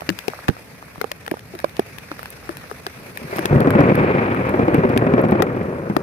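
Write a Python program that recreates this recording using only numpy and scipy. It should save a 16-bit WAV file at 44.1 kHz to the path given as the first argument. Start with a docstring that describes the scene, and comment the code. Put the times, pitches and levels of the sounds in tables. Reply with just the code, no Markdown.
"""Big drops splat, smack and thump on a taut cover close to two microphones a hand apart, outdoors.
Splats and sprays are coloured noise bursts; smacks and thumps are dying modes of the cover.
From about 3 s thunder rolls in and then sinks: scattered shocks, with sudden ringing claps and crackle.
Behind it all lie small ticks, dull patter, a diffuse wash of rain and a far rumble, all shaped noise."""
import sys
import numpy as np
from scipy import signal
from scipy.io import wavfile
from scipy.ndimage import uniform_filter1d, minimum_filter1d

SR = 44100
rng = np.random.default_rng(int(sys.argv[2]) if len(sys.argv) > 2 else 0)


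def pcm_store(signal):
    """Save signal as 16-bit PCM."""
    levels = np.round(np.clip(np.atleast_2d(signal), -1, 1) * 32767)
    wavfile.write(sys.argv[1], SR, levels.astype(np.int16).T)


def to_linear_factor(level_db):
    """Convert decibel levels (scalar or array-like) to linear amplitude factors."""
    exponent = np.asarray(level_db, float) / 20
    return 10 ** exponent


N = 265482  # samples


def evened(x):
    """Scales to rms 1."""
    return x / np.sqrt(np.mean(x ** 2) + 1e-20)


def read(points, hz):
    """Reads a table on a log-frequency axis."""
    table_hz, value = np.transpose(points)
    return np.interp(np.log(hz + 1), np.log(table_hz + 1), value)


def curve(rows):
    """Spreads a (time, level) table over every sample."""
    time_s, level_db = np.transpose(rows)
    return np.interp(np.arange(N) / SR, time_s, level_db)


def colour(x, points):
    """Minimum-phase filter whose gain follows a spectrum; white noise keeps its level."""
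    level_db = read(points, abs(np.fft.fftfreq(8192, 1 / SR)))
    log_gain = np.log(to_linear_factor(np.maximum(level_db, -100)))
    taps = np.fft.ifft(np.exp(np.conj(signal.hilbert(log_gain)))).real[:4096]
    taps = taps[None] / np.linalg.norm(taps)
    return signal.oaconvolve(x, taps, axes=1)[:, :x.shape[1]]


def add(mix, start_s, sound, pan_db, lag_s):
    """Places a sound by level and arrival time; positive pan and lag favour the left microphone."""
    for side, sign in enumerate((1, -1)):
        start = max(round((start_s - sign * lag_s / 2) * SR), 0)
        part = mix[side, start:][:sound.shape[1]]
        part += to_linear_factor(sign * pan_db / 2) * sound[side, :len(part)]


def ring(modes, phases, t):
    """Sums dying sine modes (Hz, dB, t60 in s), each with a starting phase in cycles."""
    out = 0
    for (hz, db, t60), phase in zip(modes, phases):
        out = out + to_linear_factor(db - 60 * t / t60) * np.sin(2 * np.pi * (hz * t + phase))
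    return out


def scattered(per_s, spread_db, centre_s, width_s, count=9):
    """Random impulses of uneven size from several directions, each with its own lag between the microphones."""
    out = np.zeros((2, N))
    for place in np.linspace(-1, 1, count):
        size = to_linear_factor(spread_db * np.minimum(rng.exponential(1, N), 4)) * rng.choice([-1., 1.], N)
        train = size * (rng.random(N) < per_s / count / SR)
        lag = round((centre_s + width_s * place) * SR)
        out += [train, np.roll(train, lag)]
    return evened(out)


# big drops close by: start_s, splat_db (noise before its envelope), spray_db (rms over the first 6 ms),
# smack_db (added to each smack mode), pan_db (left over right, for the splat)
DROPS = [(0.0074, -30, -48, -35, 2.5), (0.0204, -46, -59, -40, 11), (0.0913, -10.5, -36, -24.5, 12),
         (0.101, -21, -35.5, -29.5, 8.5), (0.1887, -23, -37, -38.5, 21.5), (0.2811, -13, -32.5, -36, 9.5),
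         (0.3003, -34, -53, -37, 3.5), (0.483, -21, -36.5, -28, 19.5), (0.488, -18.5, -33, -18, 4),
         (0.4982, -35, -61, -37.5, -23), (0.5671, -42, -59, -38, 5), (0.826, -48, -60, -37.5, 2.5),
         (0.958, -48, -62, -39, 2), (0.9797, -42, -58, -38, 5), (1.014, -25.5, -34.5, -27.5, 20),
         (1.0425, -38.5, -48, -36, -30), (1.116, -14.5, -34, -24, 6), (1.264, -30, -43, -35, 4.5),
         (1.2785, -24.5, -42, -25.5, 6), (1.3132, -23.5, -36, -27, 7), (1.3424, -39, -51, -38.5, 1),
         (1.393, -32, -46, -48, 4.5), (1.551, -33, -47, -33.5, 6), (1.5898, -25, -46, -37, 4.5),
         (1.601, -32, -43, -40, 6.5), (1.644, -21, -40, -24, -7), (1.694, -30.5, -50, -48, 3.5),
         (1.7672, -24.5, -46, -38, 5), (1.7947, -21, -35, -32.5, 11.5), (1.9844, -27.5, -40, -38.5, 11.5),
         (2.1156, -27, -54, -28, -2), (2.1928, -37.5, -44, -32, -11), (2.2301, -32, -42, -34, 6),
         (2.2573, -27, -45, -34, 1.5), (2.303, -39, -34.5, -58, 3), (2.492, -29.5, -43, -29, 6.5),
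         (2.5697, -28.5, -40, -38, 4), (2.7137, -36, -44, -33.5, 10), (2.8657, -17, -38, -24.5, 5.5),
         (3.1732, -23, -34.5, -28.5, 5), (3.3613, -26, -37, -49, -2.5), (3.368, -44, -33.5, -51, -1),
         (3.3844, -22, -47, -22, 3), (3.3914, -24, -32, -27, 7), (3.456, -10.5, -29, -20, 4.5),
         (3.604, -22, -36, -44, 4), (3.7051, -22, -32.5, -24.5, 0.5), (3.806, -25, -45, -48, 5.5),
         (3.9539, -25, -34, -27, 5.5), (4.3467, -52, -47, -26, 9.5), (4.492, -31, -42.5, -52, 0.5),
         (4.7441, -30, -36.5, -34, 7.5), (4.8923, -32, -48, -38, 2), (4.9755, -14, -31.5, -25, 5.5),
         (5.215, -53, -44.5, -50, -2), (5.2859, -39, -49, -43, 3), (5.31, -34, -42.5, -35, 3.5),
         (5.4218, -13.5, -24.5, -14.5, 22), (5.9657, -22, -33, -19.5, 25)]
# colour of the splat: pitch_hz, level_db (per Hz)
SPLAT_SPECTRUM = [(1500, -11), (2600, -0.5), (3500, -3), (5200, -5.5), (6500, -14.5), (7500, -14),
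                  (9000, -38)]
# colour of the finer spray: pitch_hz, level_db (per Hz)
SPRAY_SPECTRUM = [(5000, -53), (7000, -20.5), (8500, 0), (11500, 1), (14500, 0), (16500, -16), (17500, -60)]
# modes of the smack: pitch_factor, level_db, t60_s
SMACK_MODES = [(0.984, 12.5, 0.011), (0.56, 14, 0.0073), (1.427, 3, 0.015), (0.96, 20, 0.0033)]


def drops():
    """A drop bursts in a splat, finer spray and a short smack; the near microphone gets it first and louder."""
    splats, sprays, smacks = np.zeros((3, 2, N))
    t = np.arange(2500) / SR
    onset = 1 - np.exp(-t / 0.00048)
    shape = onset * (to_linear_factor(-60 * t / 0.01) + to_linear_factor(-27.5 - 60 * t / 0.031))  # quick fall, then a faint tail
    spray_shape = shape / np.sqrt(np.mean(shape[:260] ** 2))
    for start_s, splat_db, spray_db, smack_db, pan_db in DROPS:
        lag_s = 6e-4 * np.tanh(pan_db / 6)
        splat_noise, spray_noise = rng.standard_normal((2, 2, len(t)))
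        add(splats, start_s, to_linear_factor(splat_db) * splat_noise * shape, pan_db, lag_s)
        add(sprays, start_s, to_linear_factor(spray_db) * spray_noise * spray_shape, 0.38 * pan_db, lag_s)
        # a sharp drop, its splat strong against its smack, smacks higher: base pitch 1230 to 1740 Hz
        base_hz = 1230 + 1020 / (2 + np.exp((2.5 + smack_db - splat_db) / 0.8))
        modes = [(base_hz * factor, db, t60) for factor, db, t60 in SMACK_MODES]
        smack = to_linear_factor(smack_db) * ring(modes, rng.random(len(modes)), t) * onset
        add(smacks, start_s, np.array([smack, smack]), 0.89 * pan_db, lag_s)
    return colour(splats, SPLAT_SPECTRUM) + colour(sprays, SPRAY_SPECTRUM) + smacks


# heaviest drops on the cover: start_s, level_db, pitch_hz, t60_s (each before the mode table), pan_db
THUMPS = [(0.02, -23.5, 630, 0.015, -17), (0.09, -14, 295, 0.049, 5), (0.103, -26.5, 182, 0.14, 10),
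          (0.282, -16.5, 405, 0.027, 18), (0.486, -21, 445, 0.073, -14.5), (0.491, -4, 161, 0.017, -16),
          (0.499, -22, 175, 0.066, -12), (0.982, -32.5, 150, 0.053, 0), (1.013, -19, 421, 0.042, 6),
          (1.0433, -19, 436, 0.03, -8), (1.115, -24.5, 570, 0.037, 5), (1.277, -35, 434, 0.074, 1),
          (1.317, -12.5, 320, 0.031, -4.5), (1.34, -17, 430, 0.014, -5.5), (1.538, -30, 365, 0.06, 4),
          (1.551, -32.5, 326, 0.079, -5), (1.643, -8, 559, 0.025, -7.5), (1.794, -6, 368, 0.025, -5),
          (2.115, -27, 291, 0.055, 5), (2.492, -23.5, 324, 0.073, 5), (2.714, -27, 400, 0.044, 4),
          (2.868, -25, 375, 0.039, 0), (3.391, -16.5, 317, 0.048, 6), (3.454, -15, 347, 0.031, 7),
          (5.424, -11, 400, 0.05, 5), (5.967, -3.5, 315, 0.027, 4.5)]
# modes of the taut cover: pitch_factor, level_db, decay_factor
COVER_MODES = [(1.039, 6.5, 0.78), (0.6, -17, 3.1), (1.824, -1, 0.76)]


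def thumps():
    """The cover rings low and short; each microphone sits under a different part of it."""
    out, t = np.zeros((2, N)), np.arange(6000) / SR
    onset = 1 - np.exp(-t / 0.00049)
    slack = 0.22  # cycles by which the cover's motion may differ from place to place
    for start_s, level_db, pitch_hz, t60, pan_db in THUMPS:
        modes = [(pitch_hz * factor, db, t60 * longer) for factor, db, longer in COVER_MODES]
        phases = slack * rng.random((2, len(modes)))
        thump = np.array([ring(modes, phase, t) for phase in phases]) * onset
        add(out, start_s, to_linear_factor(level_db) * thump, pan_db, 0.00044 * np.tanh(pan_db / 6))
    return out


# sudden claps inside the roll: start_s, level_db, pitch_hz (both before the partials)
CLAPS = [(3.217, -20, 240), (3.243, -22, 150), (3.328, -13, 384), (3.362, -18, 196), (3.509, -3.5, 144),
         (3.529, -0.5, 142), (3.559, 0, 138.5), (3.612, -9, 454), (3.646, -8, 385), (3.673, 1.5, 279),
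         (3.739, -13, 222), (3.752, 0, 212), (3.792, -1.5, 268), (3.806, -3.5, 277), (3.835, -5, 285),
         (3.857, -11, 268), (3.9, -6, 296), (3.917, -4, 203), (3.976, -9, 137), (4.042, -7, 445),
         (4.152, -9.5, 200), (4.54, -5, 359), (4.594, -4, 275), (4.632, -7.5, 145), (4.682, -1, 312),
         (4.725, -12, 294), (4.745, -0.5, 296.5), (4.782, -2.5, 160), (4.836, -1.5, 376),
         (4.849, -2.5, 242), (4.9, -5.5, 277), (4.963, -1.5, 249), (5.068, -2, 258), (5.121, -10, 362),
         (5.138, 0.5, 250), (5.18, -3, 423), (5.193, -1, 347), (5.238, -2.5, 295), (5.25, -5, 216),
         (5.321, 1, 206), (5.354, -4.5, 332), (5.404, -2.5, 348), (5.467, -10, 298), (5.547, -12.5, 284),
         (5.611, -14, 204), (5.899, -6.5, 208)]
# partials of a steep shock front: pitch_factor, level_db, decay_factor
FRONT_PARTIALS = [(1.0, -2.5, 1.01), (1.6, -7.5, .8), (2.4, -9.5, 0.47), (3.7, -15, 0.46)]


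def claps(crackle):
    """Each shock front rings as dying partials, with a burst of tearing crackle riding on it."""
    fronts, crack_shapes = np.zeros((2, 2, N))
    t = np.arange(6000) / SR
    onset, lag_s = 1 - np.exp(-t / 0.00039), 3.6e-4
    crack_shape = to_linear_factor(-17.5 - 60 * t / 0.024) * np.minimum(t / 0.0037, 1)
    for start_s, level_db, pitch_hz in CLAPS:
        t60 = 0.025 + 9.4 / pitch_hz  # a fixed time plus 9.4 cycles: low claps last longer
        modes = [(pitch_hz * factor, db, t60 * longer) for factor, db, longer in FRONT_PARTIALS]
        front = ring(modes, 0.28 * rng.random(len(modes)), t) * onset
        add(fronts, start_s, to_linear_factor(level_db) * np.array([front, front]), 0, lag_s)
        crack = to_linear_factor(level_db) * crack_shape
        add(crack_shapes, start_s, np.array([crack, crack]), 0, lag_s)
    return fronts + crack_shapes * crackle


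# low roll under the claps, before its lumps: time_s, level_db
PEAL = [(2.95, -48.5), (3.25, -38), (3.4, -28), (3.49, -28.5), (3.515, -15.5), (3.8, -14.5), (4.15, -18),
        (4.22, -19), (4.49, -21.5), (4.53, -17.5), (4.93, -20), (5.06, -17), (5.17, -17), (5.44, -19),
        (5.52, -23.5), (5.85, -26.5), (6.02, -27.5)]
# tearing above the roll, before its lumps: time_s, level_db
TEAR = [(2.95, -52), (3.25, -67), (3.33, -32.5), (3.6, -33), (3.75, -28), (4.1, -25), (4.5, -30),
        (5.35, -34.5), (5.5, -37), (6.02, -46)]
# colour of the low roll: pitch_hz, level_db (per Hz)
BOOM_SPECTRUM = [(12, -51), (20, -30), (117, -1), (166, -1.5), (270, -3.5), (312, -5), (367, -1), (431, -5),
                 (507, -2.5), (826, -17), (1010, -15.5), (1500, -19.5), (1950, -24.5), (3300, -120)]


def roll(crackle):
    """Dense scattered shocks make a boom; it and the tearing swell in shared lumps some 15 ms long."""
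    boom = evened(colour(scattered(900, 0.95, 0.00025, 0.00022), BOOM_SPECTRUM))
    lumps = evened(uniform_filter1d(rng.standard_normal(N), size=700))
    low = to_linear_factor(curve(PEAL) + 1.31 * lumps) * boom
    tearing = to_linear_factor(curve(TEAR) + 1.95 * lumps) * crackle
    sounding = np.arange(N) / SR > PEAL[0][0]
    return (low + tearing) * sounding


# colour of the tearing crackle: pitch_hz, level_db (per Hz)
CRACKLE_SPECTRUM = [(410, -27), (700, 0), (809, 6), (1820, 1), (2000, 0), (2380, 2), (2550, -3),
                    (2890, -12.5), (5500, -34), (7000, -77), (9100, -81), (15400, -120)]


def thunder():
    """Shocks from the bends of the channel arrive scattered, at the left microphone first and a little louder."""
    crackle = evened(colour(scattered(3500, 0.79, 0.00034, 1.2e-4), CRACKLE_SPECTRUM))
    return (roll(crackle) + claps(crackle)) * to_linear_factor([[0.6], [-0.6]])


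# likeness of the two microphones in sound from all sides: pitch_hz, likeness (1 is identical)
LIKENESS = [(60, 0.92), (180, 0.88), (550, 0.46), (1650, 0.19), (4970, -0.2), (15000, 0.041)]


def diffuse(points, patchy_db, flicker_db):
    """Noise from all sides: alike in the bass only, with patches and a flicker shared by all bands."""
    hop = 128  # samples
    frames, hz = N // hop + 5, np.fft.rfftfreq(4 * hop, 1 / SR)
    a, b, c, d, patches = rng.standard_normal((5, len(hz), frames))
    patches = evened(uniform_filter1d(uniform_filter1d(patches, size=8, axis=0), size=16, axis=1))
    flicker = evened(uniform_filter1d(rng.standard_normal(frames), size=3))
    same = np.clip(read(LIKENESS, hz), -1, 1)[:, None]
    left, other = a + 1j * b, c + 1j * d
    bands = np.array([left, same * left + np.sqrt(1 - same ** 2) * other])
    bands *= to_linear_factor(patchy_db * patches + flicker_db * flicker)
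    noise = signal.istft(bands, nperseg=4 * hop, noverlap=3 * hop)[1][:, :N]
    return evened(colour(noise, points))


def small_drops(per_s, spread_db, points):
    """Scattered small drops, each a noise burst that dies by 60 dB in 12 ms."""
    t = np.arange(300) / SR
    burst = rng.standard_normal((1, 300)) * to_linear_factor(-60 * t / 0.012)
    hits = signal.oaconvolve(scattered(per_s, spread_db, 0, 0.00051), burst, axes=1)[:, :N]
    return evened(colour(hits, points))


# level at which the wash is heard, dipping at times; ticks and patter follow it: time_s, level_db
WASH_LEVEL = [(0, -42), (.33, -40), (.62, -44.5), (1.39, -45.5), (2.2, -41.5), (3.15, -41.5), (3.35, -36.5),
              (3.69, -47), (4.78, -47), (5.33, -52), (6.02, -46)]
# colour of the wash and the ticks: pitch_hz, level_db (per Hz)
WASH_SPECTRUM = [(120, -31), (250, -12.5), (500, -5.5), (1000, -11), (1700, -8), (2500, -8.5),
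                 (3000, -19.5), (5200, -18.5), (6000, -20), (7200, -27.5), (9500, -22), (12500, -22),
                 (15500, -31), (16800, -88)]
# colour of the dull patter on the cover: pitch_hz, level_db (per Hz)
PATTER_SPECTRUM = [(250, -44), (500, 2), (1200, -3), (2000, -17), (3500, -37)]


def rain():
    """A wash from all sides, small ticks and dull patter on the cover share one level curve."""
    wash = diffuse(WASH_SPECTRUM, patchy_db=1.5, flicker_db=1.7)
    ticks = to_linear_factor(-23.5) * small_drops(17, 1.8, WASH_SPECTRUM)  # dB against the wash, as for the patter
    patter = to_linear_factor(-8.5) * small_drops(25, 7.4, PATTER_SPECTRUM)
    return to_linear_factor(curve(WASH_LEVEL)) * (wash + ticks + patter)


# level of the far rumble: time_s, level_db
FAR_LEVEL = [(0.0, -44), (0.26, -46), (0.99, -45.5), (2.3, -43), (3.1, -44.5)]
# colour of the far rumble: pitch_hz, level_db (per Hz)
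RUMBLE_SPECTRUM = [(12, -60), (20, -45), (60, -3), (145, -3), (220, -8), (278, -8.5), (356, -21),
                   (450, -11), (580, -25), (990, -120)]


def far_rumble():
    """Low diffuse noise from far off lies under the rain."""
    return to_linear_factor(curve(FAR_LEVEL)) * diffuse(RUMBLE_SPECTRUM, patchy_db=0.95, flicker_db=0.57)


def scene():
    """Drops, thumps, thunder, rain and far rumble together."""
    return drops() + thumps() + thunder() + rain() + far_rumble()


def band_limit(x):
    """A steep low-pass at the top of the band."""
    return signal.sosfilt(signal.butter(12, 16990, fs=SR, output="sos"), x)


def record(dry):
    """The microphones lose the deepest bass; a look-ahead limiter holds the peaks at full scale."""
    heard = signal.sosfilt(signal.butter(N=2, Wn=55, btype="high", fs=SR, output="sos"), dry)
    headroom = np.minimum(1 / (abs(heard).max(0) + 1e-9), 1)
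    gain = uniform_filter1d(minimum_filter1d(headroom, size=177), size=177)  # 4 ms windows
    return band_limit(heard * gain)


dry = scene()
out = record(dry)
pcm_store(out)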